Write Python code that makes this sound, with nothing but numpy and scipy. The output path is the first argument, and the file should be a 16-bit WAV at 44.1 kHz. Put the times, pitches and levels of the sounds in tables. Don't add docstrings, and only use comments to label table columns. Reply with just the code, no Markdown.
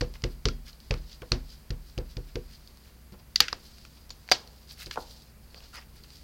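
import sys
import numpy as np
from scipy import signal
from scipy.fft import rfft, irfft
from scipy.io import wavfile
from scipy.ndimage import uniform_filter1d

SR = 44100
rng = np.random.default_rng(int(sys.argv[2]) if len(sys.argv) > 2 else 0)


def voltage_ratio(decibels):
    exponent = np.asarray(decibels, float) / 20
    return 10 ** exponent


def pcm_store(signal):
    levels = np.round(np.clip(np.atleast_2d(signal), -1, 1) * 32767)
    wavfile.write(sys.argv[1], SR, levels.astype(np.int16).T)


N = 274743

# freq_hz, density_db
FLOOR_SPECTRUM = [(12, -38), (20, -1), (77, -4), (289, -17.5), (772, -24), (2310, -28.5), (4280, -36.5),
                  (15200, -32.5)]
# centre_hz, width_hz, rms_db
HISS_HUMPS = [(12660, 700, -76), (16000, 270, -80.5)]
# pitch_hz, wander_hz, rms_db
HUM_LINES = [(61, 1.17, -55.5), (150.6, 3, -66.5), (223.4, 2.2, -68), (12390, 3, -88.5), (15330, 3, -83.5)]
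# freq_hz, t60_s
ROOM_T60 = [(300, 0.98), (1500, 0.38), (4500, 0.24), (9000, 0.29), (16000, 0.45)]
# centre_hz, width_hz, gain_db
PORT_MODES = [(4447, 680, 5), (4820, 280, 2)]
# low_hz, high_hz
BANDS = [(3000, 6000), (450, 1300), (1300, 3000), (6000, 15800)]
# time_s, level_db
RUSTLE = [(0.0, -70), (0.26, -68), (0.47, -73.5), (0.95, -67.5), (1.54, -68.5), (1.68, -72), (2.71, -68),
          (3.19, -76), (3.5, -66), (3.78, -63), (4.09, -70), (4.85, -65.5), (5.04, -61), (5.211, -63.5),
          (5.35, -75), (5.67, -62.5), (5.81, -73.5), (6.2, -64.5)]
# centre_s, length_s, pitch_hz, rms_db
SQUEAKS = [(4.718, 0.058, 4760, -63), (4.817, 0.035, 3900, -54), (5.51, .05, 4530, -75),
           (5.58, 0.031, 4700, -61), (5.75, 0.033, 1350, -47), (5.774, 0.049, 1950, -52),
           (5.781, 0.028, 5060, -55), (6.146, 0.045, 4500, -71)]
# centre_s, level_3_6khz_db,
# dullness_db, length_s
PATS = [(.975, -63, -2, .052), (3.14, -63.5, 4.5, 0.028), (3.2, -68.5, 1, 0.028),
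        (3.975, -61.5, -0.5, 0.02), (1.228, -67.5, 11, 0.017), (4.977, -67, 16.5, .024),
        (5.57, -65, 3, 0.044), (5.64, -61.5, -0.5, 0.06), (5.78, -52.5, -0.5, 0.045)]
# centre_s, level_3_6khz_db, dullness_db, length_s
BRUSHES = [(3.66, -61.5, -10, .077), (4.712, -52.5, -5.5, .057), (4.815, -49, 0, .073),
           (4.87, -52.5, -1, .022), (4.935, -53.5, 3, 0.043), (5.01, -55, -21, .058),
           (5.11, -58, -16, .075), (5.17, -63, -17, .035), (5.752, -52.5, -0.5, .041),
           (5.82, -63, 7, 0.035), (5.98, -64.5, 1, .066), (6.045, -59.5, 1, .019), (6.15, -62, -9, 0.098)]
# centre_s, level_3_6khz_db, dullness_db, length_s
PEELS = [(.155, -57.5, 5, 0.027), (.32, -61, -3, 0.047), (.682, -52, -2, 0.049), (.85, -69, -14, 0.069),
         (1.12, -55, -6, 0.085), (1.52, -57.5, -7, 0.1), (1.89, -62.5, -10, .076), (2.11, -60.5, -4, 0.051),
         (2.29, -61.5, 2.5, 0.037), (2.53, -58, -4.5, 0.082), (2.87, -65.5, 3, 0.095)]
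# start_s, level_3_6khz_db, dullness_db, contact_s
EDGE_CLACKS = [
    (3.3584, -12.5, -10, 0.0031),
    (3.4036, -5, 1.5, 0.0057),
    (3.4826, -21.5, 3, .004),
    (4.319, -8, -7, .0055),
    (4.9108, -24, 0, 0.0034),
]
# start_s, level_3_6khz_db, dullness_db, contact_s
FACE_CLACKS = [
    (3.528, -23.5, 2, 0.0028),
    (4.1047, -27, -7.5, 0.0035),
    (4.3155, -6, -4, .008),
]
# start_s,
# pitch_hz, level_db, t60_s
RINGS = [(.487, 1380, -29, .04), (3.123, 198, -42, .15), (3.404, 2100, -14, .015), (3.41, 14000, -46, .03),
         (3.405, 830, -28, .06), (3.528, 700, -30, .025), (3.359, 2000, -27, .03), (4.316, 580, -19, .04),
         (4.106, 6900, -48, .07), (4.316, 738, -16, .05), (4.318, 3550, -22, .03), (4.318, 4740, -22, .06),
         (.462, 420, -31, .12), (1.3196, 2600, -12, .006), (1.3197, 4300, -13, .006),
         (.4556, 3000, -15, .008), (3.5285, 5000, -26, .012), (1.2205, 1600, -42, .02),
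         (4.911, 1700, -34, .03), (4.316, 950, -24, .05), (.49, 3300, -56, .33)]
# start_s, push_db, upper_modes_db, knock_db, panel_db
DABS = [(.010, -19, -3, 3, 10.5), (.237, -19, -2.5, -2.5, 2.5), (.454, -16, 1, -1.5, -1),
        (.907, -17, -7.5, 1.5, 1), (1.218, -37, -9, 10, 12.5), (1.317, -17.5, -1.5, 3, -8),
        (1.704, -21.5, -10, -5.5, -5), (1.976, -23, -3, 3, 6), (2.168, -24.5, -4, -6.5, 1.5),
        (2.355, -25.5, 2.5, -1.5, 10.5), (3.12, -43.5, 3, 3.5, 7), (3.402, -35, -4, 11, 11.5),
        (3.526, -39, 0, 9.5, -6), (4.317, -39.5, 6, 15, 16), (4.863, -37, 1, 4.5, -1),
        (4.973, -43, 10, 15.5, 16)]
# pitch_hz, level_db, t60_s
DESK_LOW = [(-36.5, -0.5, 0.55), (52, -14, 1), (60, 0.5, 0.28), (106, 0.5, 0.16), (130.5, -1, 0.16),
            (-143, -16.5, 0.65), (180, -18, 0.52)]
# pitch_hz, level_db, t60_s
DESK_HIGH = [(234.8, -15, 0.42), (257.7, -11.5, 0.29), (289.4, -12.5, 0.25), (306, -30, 0.08),
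             (359, -1.5, 0.16), (385, -13.5, 0.23), (434.4, -5.5, 0.14), (540, -19, 0.15),
             (580, -21, 0.053)]
# pitch_hz, level_db, t60_s
PANEL_MODES = [(450, -27, 0.062), (491, -9.5, 0.14), (509, -12.5, 0.054)]
# low_hz, high_hz, level_db, t60_s
KNOCK_BANDS = [(199, 510, -10.5, 0.25), (430, 1100, -18.5, 0.15), (810, 1900, -21, 0.2)]
# start_s, level_3_6khz_db, dullness_db
TICKS = [(0.1393, -42.5, 1.5), (0.2206, -43, -0.5), (0.3104, -50, -15), (.7302, -40, -30),
         (.8026, -44, -25), (1.059, -52, -15), (1.504, -41.5, -20), (2.675, -40.5, -22), (2.7726, -47, -4),
         (3.1228, -50, -5), (3.7829, -46.5, 4.5), (4.309, -40, -2), (4.0948, -39.5, -11),
         (4.278, -40.5, -3), (4.2888, -32, 2), (4.297, -34, -5), (4.475, -41, -2), (4.5625, -49, -19),
         (4.7232, -48, -12), (4.8602, -32.5, -24), (4.9581, -35, 5.5), (5.2208, -43.5, -16),
         (5.5446, -37.5, 1.5), (5.6048, -45, 5), (6.037, -43, -17), (6.104, -42, -5), (6.1354, -52, -15),
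         (6.169, -44, -6)]
# start_s, level_3_6khz_db, dullness_db, contact_s
SLAPS = [(.0098, -23.5, -0.5, 0.0015), (.0128, -18.5, -1, 0.0015), (.2392, -23, 3, 0.0033),
         (.455, -12.5, -2.5, 0.0024), (.486, -19, -2, 0.0014), (.909, -21, 6, 0.0023),
         (.940, -34, 8, 0.0022), (1.2197, -49, 11.5, 0.0041), (1.3193, -9, -1, .0011),
         (1.7056, -33, 3, 0.0038), (1.9785, -33, 4.5, 0.00193), (1.9855, -38, -9, 0.0029),
         (2.169, -36, 0.5, 0.0031), (2.3564, -32, 5, 0.0034), (3.851, -43, 5, 0.003)]


def rms_one(x):
    return x / np.sqrt(np.mean(x ** 2) + 1e-20)


def at_hz(points, hz):
    table_hz, value = np.transpose(points)
    return np.interp(np.log(hz), np.log(table_hz), value)


def band(x, low_hz, high_hz, order=2):
    sos = signal.butter(order, [low_hz, high_hz], "band", fs=SR, output="sos")
    return signal.sosfilt(sos, x + 1e-18)


def ring(clicks, hz, t60_s):
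    r, w = voltage_ratio(-60 / (t60_s * SR)), 2 * np.pi * hz / SR
    return signal.lfilter([0, np.sin(w)], [1, -2 * r * np.cos(w), r * r], clicks + 1e-18)


def resonance(x, hz, width_hz):
    r = np.exp(-np.pi * width_hz / SR)
    top = np.array([1, 0, -1]) * (1 - r * r) / 2
    return signal.lfilter(top, [1, -2 * r * np.cos(2 * np.pi * hz / SR), r * r], x)


def wobble(shape, size):
    return rms_one(uniform_filter1d(rng.standard_normal(shape), size=size))


def grains(shape, spread_db):
    size_db = spread_db * np.minimum(rng.exponential(1, shape), 4)
    return rms_one(rng.standard_normal(shape) * voltage_ratio(size_db))


def coloured(rows, low_db, low_share, treble_db, treble_per_db):
    return [(s, level_db, low_db + low_share * dull_db, dull_db,
             treble_db + treble_per_db * (level_db + 26), length_s)
            for s, level_db, dull_db, length_s in rows]


def bursts(rows, envelope, lead, spread_db, patchy_db, size):
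    trains, t = np.zeros((4, 2, N + 2 * size)), np.arange(size) / SR
    for (s, level_db, *colour_db, length_s), grain in zip(rows, grains((len(rows), size), spread_db)):
        start = size + round((s - lead * length_s) * SR)
        gains = voltage_ratio(level_db + np.r_[0, colour_db])
        shape = envelope(t / length_s)
        trains[:, 0, start:start + size] += gains[:, None] * grain * shape
        trains[:, 1, start] += gains * np.sqrt(np.sum(shape ** 2))
    trains[:, 0] *= voltage_ratio(patchy_db * wobble((4, N + 2 * size), size=200))
    out = np.zeros((2, N))
    for train, (low_hz, high_hz) in zip(trains, BANDS):
        to_rms_one = np.sqrt(SR / 2 / (high_hz - low_hz))
        out += to_rms_one * band(train[:, size:size + N], low_hz, high_hz, order=3)
    return out


def background():
    hz = np.maximum(np.fft.rfftfreq(N, 1 / SR), 1)
    hiss_top_hz = 15950
    spectrum = rfft(rng.standard_normal(N)) * voltage_ratio(at_hz(FLOOR_SPECTRUM, hz)) * (hz < hiss_top_hz)
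    out = voltage_ratio(-55.0) * rms_one(irfft(spectrum, N))
    for centre_hz, width_hz, level_db in HISS_HUMPS:
        noise = resonance(rng.standard_normal(N), centre_hz, width_hz)
        out += voltage_ratio(level_db) * rms_one(resonance(noise, centre_hz, width_hz))
    for centre_hz, wander_hz, level_db in HUM_LINES:
        pitch_hz = centre_hz + wander_hz * wobble(N, size=8000)
        out += voltage_ratio(level_db) * np.sqrt(2) * np.sin(2 * np.pi * np.cumsum(pitch_hz) / SR)
    return out


def room(x):
    level_db, gap_s, near_db, near_t60_s = -12, 0.0032, 11, 0.15
    t, edges_hz = np.arange(SR // 2) / SR, 250 * 2. ** np.arange(7)
    white = rng.standard_normal((2, len(t)))
    tail = np.zeros(len(t))
    for k, (low_hz, high_hz) in enumerate(zip(edges_hz, edges_hz[1:])):
        t60_s = at_hz(ROOM_T60, np.sqrt(low_hz * high_hz))
        tail += band(white[k % 2], low_hz, high_hz) * voltage_ratio(-60 * t / t60_s)
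    tail *= np.clip(t / gap_s, 0, 1) ** 2
    tail *= 1 + voltage_ratio(near_db - 60 * t / near_t60_s)
    return voltage_ratio(level_db) * signal.fftconvolve(x, tail / np.sqrt(np.sum(tail ** 2)))[:N]


def cloth():
    s, level_db = np.transpose(RUSTLE)
    rustle = band(grains(N, spread_db=-1.0), 2300, 6800) * voltage_ratio(1.4 * wobble(N, size=600))
    return voltage_ratio(np.interp(np.arange(N) / SR, s, level_db) - 0.5) * rms_one(rustle)


def squeaks():
    t, out = np.arange(N) / SR, np.zeros(N)
    white = rng.standard_normal(N)
    for s, length_s, hz, level_db in SQUEAKS:
        swell = np.exp(-(2 * (t - s) / length_s) ** 4)
        out += voltage_ratio(level_db) * swell * rms_one(resonance(white, hz, 270))
    return out


def strokes():
    def swell(u):
        return np.exp(-(2.25 * (u - 1)) ** 2)
    rows = coloured(PEELS, low_db=-21, low_share=4, treble_db=-16, treble_per_db=-0.3)
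    rows += coloured(BRUSHES, low_db=-16, low_share=0.1, treble_db=-1.2, treble_per_db=0.05)
    rows += coloured(PATS, low_db=3, low_share=1.81, treble_db=-8, treble_per_db=0.5)
    return voltage_ratio(-3.0) * bursts(rows, swell, lead=1, spread_db=4.5, patchy_db=3.5, size=10000)[0]


def friction():
    out = strokes() + squeaks() + cloth()
    return out + room(out)


def clacks():
    def held(u):
        return np.minimum(u * 20.0, 1) * np.exp(-u ** 3) * (1 + np.exp(-4 * u)) / 1.3
    rows = coloured(EDGE_CLACKS, low_db=-24, low_share=1.6, treble_db=-22, treble_per_db=0.17)
    rows += coloured(FACE_CLACKS, low_db=-3, low_share=0.86, treble_db=-26.5, treble_per_db=0.255)
    return voltage_ratio(-9) * bursts(rows, held, lead=0.056, spread_db=6.5, patchy_db=-3.5, size=1024)


def part_rings():
    out = np.zeros(N)
    for s, hz, level_db, t60_s in RINGS:
        out += ring(voltage_ratio(level_db) * (np.arange(N) == round(s * SR)), hz, t60_s)
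    return out


def slaps_and_ticks():
    def fading(u):
        return np.minimum(u * 3.9, 1) * np.exp(-u ** 1.72)
    tick_s = 0.0015
    ticks = [row + (tick_s,) for row in TICKS]
    rows = coloured(SLAPS, low_db=-8.5, low_share=1.22, treble_db=-21.5, treble_per_db=-0.8)
    rows += coloured(ticks, low_db=-2, low_share=1.7, treble_db=-21, treble_per_db=-0.8)
    return voltage_ratio(-6.5) * bursts(rows, fading, lead=.2, spread_db=2.0, patchy_db=-2.0, size=1024)


def contacts():
    chatter, click = slaps_and_ticks() + clacks()
    return chatter + voltage_ratio(-9) * click + part_rings() + room(click)


def desk():
    upper_lag_s, panel_lag_s = 0.00587, 0.012
    s, push_db, upper_db, knock_db, panel_db = np.transpose(DABS)
    at, out = np.round(s * SR).astype(int), np.zeros(N)

    def pushes(when, height):
        train = np.zeros(N)
        train[when] = height
        return train

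    low_push = pushes(at, voltage_ratio(push_db - 2.0))
    for hz, level_db, t60_s in DESK_LOW:
        out += voltage_ratio(level_db - 6.0) * ring(low_push, hz, t60_s)
    for hz, level_db, t60_s in DESK_HIGH:
        lag, spread, sign = rng.standard_normal((3, len(at)))
        late = np.round(np.abs(lag) * upper_lag_s * SR).astype(int)
        height = voltage_ratio(push_db + upper_db + level_db - 10.5 + 3.7 * spread) * np.sign(sign)
        out += ring(pushes(at + late, height), hz, t60_s)
    panel_push = pushes(at + round(panel_lag_s * SR), voltage_ratio(push_db + panel_db - 8))
    for hz, level_db, t60_s in PANEL_MODES:
        out += voltage_ratio(level_db) * ring(panel_push, hz, t60_s)
    out = signal.lfilter(*signal.butter(1, 900, fs=SR), out)

    knock_push = pushes(at, voltage_ratio(push_db + knock_db - 10))
    for low_hz, high_hz, level_db, t60_s in KNOCK_BANDS:
        decay = signal.lfilter([1], [1, -voltage_ratio(-60 / (t60_s * SR))], knock_push)
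        decay = uniform_filter1d(decay, size=200, origin=99)
        out += voltage_ratio(level_db) * decay * rms_one(band(rng.standard_normal(N), low_hz, high_hz))
    return out


def scene():
    air = friction() + contacts()
    port = sum(voltage_ratio(gain_db) * resonance(air, hz, width_hz) for hz, width_hz, gain_db in PORT_MODES)
    return (background() + air + port + desk())[None]


def roll_off(x):
    return signal.sosfilt(signal.butter(12, 16810, fs=SR, output="sos"), x)


def record(dry):
    input_top_hz, clip = 15950, 0.63
    closed = signal.sosfilt(signal.ellip(8, .5, 30, input_top_hz, fs=SR, output="sos"), dry)
    mix = clip * np.tanh(closed / clip)
    return roll_off(mix)


dry = scene()
out = record(dry)
pcm_store(out)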